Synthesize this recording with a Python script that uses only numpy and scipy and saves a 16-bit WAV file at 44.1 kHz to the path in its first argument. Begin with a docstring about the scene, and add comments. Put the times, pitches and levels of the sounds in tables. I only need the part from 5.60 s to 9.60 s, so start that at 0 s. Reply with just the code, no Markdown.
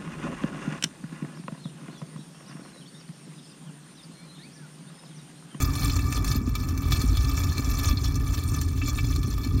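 """Water pours into a washing machine drum and spatters on and around a microphone lying inside it.
A surging stream of drops and tiny bubbles, with single louder splashes, rings the microphone's wet
housing, while the jet drumming on the wall keeps its low notes ringing. Below it the tub rumbles under
the churning water, the machine hums faintly, and heavy gulps of air knock on the tub."""
import sys
import numpy as np
from scipy import signal
from scipy.fft import rfft, irfft
from scipy.io import wavfile
from scipy.ndimage import uniform_filter1d

SR = 44100
rng = np.random.default_rng(int(sys.argv[2]) if len(sys.argv) > 2 else 0)


def generate_wav(sig):
    """Save sig (samples, or channels by samples) to the path in sys.argv[1] as 16-bit PCM at SR."""
    pcm = np.round(np.clip(np.atleast_2d(sig).T, -1, 1) * 32767).astype(np.int16)
    wavfile.write(sys.argv[1], SR, pcm)


N = 176400  # 4 seconds

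# How strongly the stream runs. Each row: time in seconds, strength in dB.
STREAM_STRENGTH = [(0, 5.5), (.1, 0), (.17, 7), (.33, 1.5), (.45, 0), (.57, 1), (.63, -12), (.67, 2.5),
                   (.74, 2), (.81, -8), (.94, -10.5), (.98, -4), (1.15, -5.5), (1.28, -2), (1.34, 5),
                   (1.48, 1.5), (1.65, 3.5), (2.08, 0), (2.14, 5), (2.27, 6), (2.355, -6.5), (2.45, 2),
                   (2.62, -6), (2.74, 3), (3.02, -1), (3.18, -8.5), (3.28, 0.5), (3.48, -3), (3.6, -4),
                   (4, -4)]
# The tone of a drop's hit before the housing colours it. Each row: frequency in Hz, level in dB.
DROP_TONE = [(500, -5), (1200, -7.5), (2500, -1), (5000, -6), (15000, -3.5)]
# The overall tone of the microphone's housing. Each row: frequency in Hz, level in dB.
HOUSING_TONE = [(100, 21.5), (400, 5.5), (700, 6.5), (1050, 7.5), (1500, 1.5), (2000, -3), (2500, -2),
                (3000, -17), (3800, -6.5), (4500, 1), (5250, -6), (6200, 2), (8300, -8.5), (9200, -2.5),
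                (10800, -9), (12500, -12.5), (15500, -1.5)]
# The notes at which the housing rings. Each row: frequency in Hz, boost in dB.
HOUSING_NOTES = [(1184, 16), (1255, 11.5), (1744, 17), (2314, 18), (2637, 16.5), (3057, 19), (3402, 19.5),
                 (3552, 11), (3671, 10), (4252, 12.5), (5049, 13), (5555, 15.5), (6115, 8), (7041, 11),
                 (7439, 12), (8720, 13), (11670, 13), (12403, 18), (13490, 18), (15363, 1)]
# The tone of the jet before the housing colours it. Each row: frequency in Hz, level in dB.
JET_TONE = [(400, -2), (1200, 0), (2300, -1), (4000, -24)]
# How hard the jet drums on the wall. Each row: time in seconds, strength in dB.
JET_STRENGTH = [(0, 5), (.45, 0), (.72, 2.5), (.82, -5), (1.02, -1.5), (2.32, 2.5), (2.37, -1.5), (3, -1.5),
                (3.17, -11.5), (3.32, 1), (3.42, -6), (4, -5.5)]
# The tone of the tub's rumble. Each row: frequency in Hz, level in dB.
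TUB_TONE = [(15, -37), (30, -25), (41, -9), (52, 0), (64, -5.5), (85, -1.5), (105, -6.5), (130, -7),
            (160, -16.5), (195, -26), (240, -19), (280, -13), (330, -28), (420, -29), (500, -49),
            (1000, -73.5)]
# How strongly the tub rumbles. Each row: time in seconds, strength in dB.
RUMBLE_STRENGTH = [(0, 1.5), (.75, 0), (1.15, -1), (1.4, 2), (1.9, -0.5), (2.8, -1.5), (3, 0.5), (3.2, -2),
                   (3.5, 0.5), (3.8, -2.5), (4, 4)]
# Splashes close by. Each row: start in seconds, peak level in dB, bubble pitch in Hz,
# level of the spray compared with the bubble in dB.
CLOSE_SPLASHES = [(0.0218, -20.5, 6800, 4.5), (0.2316, -24.5, 4370, -5), (0.2971, -22, 3520, -11.5),
                  (0.39, -25.5, 2680, -1), (0.5239, -19, 2690, 4), (0.6438, -21.5, 2320, 25.5),
                  (.6784, -22.5, 5400, 3.5), (0.715, -19, 4170, -2), (0.758, -26.5, 4400, -3),
                  (.952, -20.5, 3630, 3.5), (1.0865, -26, 5900, 9), (1.1751, -26, 2430, 18),
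                  (1.3209, -15.5, 3840, -1.5), (1.4152, -22.5, 5200, 7), (1.5699, -21, 3470, -1.5),
                  (1.9798, -20, 4120, 2), (2.045, -25, 5800, -4), (2.257, -23.5, 6370, -7),
                  (2.371, -25.5, 4140, -24), (2.5556, -26.5, 6060, -3), (3.013, -19, 6120, 14),
                  (3.2154, -24, 2700, -24), (3.2954, -27, 6450, -14), (3.3867, -22, 2780, -26),
                  (3.56, -22.5, 4270, 3), (3.63, -27, 3480, 5)]
# Gulps that knock on the tub. Each row: start in seconds, peak level in dB, pitch in Hz.
AIR_GULPS = [(.754, -19, 235), (.812, -20, 240), (.876, -20, 240), (1.438, -19, 240), (1.584, -17, 62),
             (1.994, -23, 260), (2.262, -15, 75), (2.297, -16, 52), (2.329, -23, 240), (3.68, -21, 240),
             (3.865, -24, 260)]

HISS_LOW_HZ = 2830  # hiss and spray fade away below this


def undb(db):
    """Turn decibels into a number to multiply a sound by."""
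    return 10 ** (np.asarray(db) / 20)


def level(x, db):
    """Scale a sound to an average (rms) level in dB."""
    return x * undb(db) / np.sqrt(np.mean(x ** 2))


def curve(points):
    """Join (seconds, value) points with straight lines."""
    return np.interp(np.arange(N) / SR, *np.array(points).T)


def wander(turns_per_s):
    """A value that drifts smoothly at random, mostly between -1 and 1."""
    step = max(int(SR / turns_per_s), 2)
    stairs = np.repeat(rng.standard_normal(N // step + 1), step)
    return 0.67 * uniform_filter1d(stairs, step)[:N]


def tap_sound(tone, notes=(), size=8192):
    """How an object with this tone and these ringing notes answers one sharp tap."""
    hz = np.arange(size // 2 + 1) * SR / size
    tone_hz, tone_db = np.array(tone).T
    db = np.interp(np.log(hz + 1), np.log(tone_hz), tone_db)
    for note_hz, boost_db in notes:
        half_width_hz = 35.8 + 0.0031 * note_hz
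        db = db + boost_db / (1 + ((hz - note_hz) / half_width_hz) ** 2)
    # keep the tone, but make all the ringing come after the tap
    cepstrum = irfft(np.log(undb(db)))
    cepstrum[1:size // 2] *= 2
    cepstrum[size // 2 + 1:] = 0
    return irfft(np.exp(rfft(cepstrum)))


def ring(x, body):
    """Let a sound ring an object, given that object's tap sound."""
    return signal.fftconvolve(x, body)[:len(x)]


def add(out, start_s, x):
    """Mix in a short sound at its start time."""
    i = int(np.clip(start_s * SR, 0, N - 1))
    out[i:i + len(x)] += x[:N - i]


def impacts(per_s, spread_db):
    """Sharp taps of uneven size at random times."""
    chance, size = rng.random(N), np.clip(rng.standard_normal(N), -2, 2)
    return (chance < per_s / SR) * undb(spread_db * size) * rng.choice([-1, 1], N)


def drops(flow_db, sputter_db, per_s=330, decay_s=0.0028):
    """Each drop lands as a tiny burst of noise; a stronger stream throws more and bigger drops."""
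    hits = impacts(per_s * undb(flow_db), spread_db=5) * undb(0.34 * flow_db + sputter_db)
    fading_energy = signal.lfilter([1], [1, -np.exp(-2 / (decay_s * SR))], hits ** 2)
    return ring(np.sqrt(fading_energy) * rng.standard_normal(N), tap_sound(DROP_TONE))


def pop(hz, decay_s, size, width_hz=1380):
    """A bubble bursts with a sudden, dry tick that has only a rough pitch."""
    t = np.arange(size) / SR
    kick = rng.standard_normal(size) * np.exp(-t / decay_s)
    pole = np.exp((2j * hz - width_hz) * np.pi / SR)  # tunes the filter to the bubble's pitch
    tick = signal.lfilter([1], np.poly([pole, pole]), kick).real
    return tick / np.linalg.norm(tick)


def fizz(strength, per_s=450, low_hz=3210, high_hz=15580):
    """Tiny bubbles pop at random times and pitches, louder when the stream is strong."""
    out = np.zeros(N)
    for when, pitch, luck in rng.random((int(per_s * N / SR), 3)):
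        hz = low_hz * (high_hz / low_hz) ** pitch
        extra_db = 3.5 * min(-np.log(luck), 3)  # a few pops stand out
        gain = strength[int(when * N)] * undb(extra_db)
        add(out, when * N / SR, gain * pop(hz, decay_s=0.0026, size=600))
    return out


def stream(housing):
    """Drops and tiny bubbles ring the housing in sputtering bursts over a fine hiss."""
    flow_db = curve(STREAM_STRENGTH)
    sputter_db = 5 * np.clip(wander(48), -2, 1.5)
    treble = signal.butter(2, HISS_LOW_HZ, "high", fs=SR, output="sos")
    hiss = ring(signal.sosfilt(treble, rng.standard_normal(N)) * undb(flow_db), housing)
    spatter = ring(drops(flow_db, sputter_db), housing)
    bubbles = ring(fizz(undb(flow_db + sputter_db)), housing)
    return level(hiss, db=-51) + level(spatter, db=-41) + level(bubbles, db=-42)


def jet(housing):
    """The unbroken jet drums on the wall and keeps the housing's low notes ringing: a hollow sound."""
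    drumming = ring(rng.standard_normal(N), tap_sound(JET_TONE)) * undb(curve(JET_STRENGTH))
    return level(ring(drumming, housing), db=-43)


def tub(hum_hz=52.9, waver_db=11):
    """Churning water thuds on the tub over a faint, wavering machine hum."""
    thuds = impacts(per_s=350, spread_db=2.3) * undb(curve(RUMBLE_STRENGTH))
    rumble = ring(thuds, tap_sound(TUB_TONE))
    hum = np.sin(2 * np.pi * hum_hz * np.arange(N) / SR) * undb(waver_db * wander(5.1))
    return level(rumble, db=-24.5) + level(hum, db=-38)


def splashes(housing, rise_s=0.001, decay_s=0.0059, size=4096):
    """Each splash throws a burst of spray and pops a larger bubble; both ring the housing."""
    out, t = np.zeros(N), np.arange(size) / SR
    burst = np.minimum(t / rise_s, 1) * np.exp(-t / decay_s)
    treble = signal.butter(1, HISS_LOW_HZ, "high", fs=SR, output="sos")
    for start, peak_db, hz, spray_db in CLOSE_SPLASHES:
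        spray = signal.sosfilt(treble, rng.standard_normal(size)) * burst
        bubble = pop(hz, decay_s=0.0057, size=size)
        splash = ring(level(spray, spray_db) + level(bubble, 0), housing)
        add(out, start, splash / np.abs(splash).max() * undb(peak_db))
    return out


def gulps(cycles_to_peak=0.85, size=4096):
    """Pockets of air knock on the tub for two or three cycles, the bigger the lower."""
    out, t = np.zeros(N), np.arange(size) / SR
    for start, peak_db, hz in AIR_GULPS:
        age = t * hz / cycles_to_peak
        rise_and_fall = age * np.exp(1 - age)
        add(out, start, np.sin(2 * np.pi * hz * t) * rise_and_fall * undb(peak_db))
    return out


def scene():
    """Add all the sounds together in one channel."""
    housing = tap_sound(HOUSING_TONE, HOUSING_NOTES)
    return (tub() + gulps() + jet(housing) + splashes(housing) + stream(housing))[None]


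def record(dry, top_hz=15750):
    """Cut off the very highest treble."""
    return signal.sosfilt(signal.ellip(10, .2, 80, top_hz, fs=SR, output="sos"), dry)


dry = scene()
out = record(dry)
generate_wav(out)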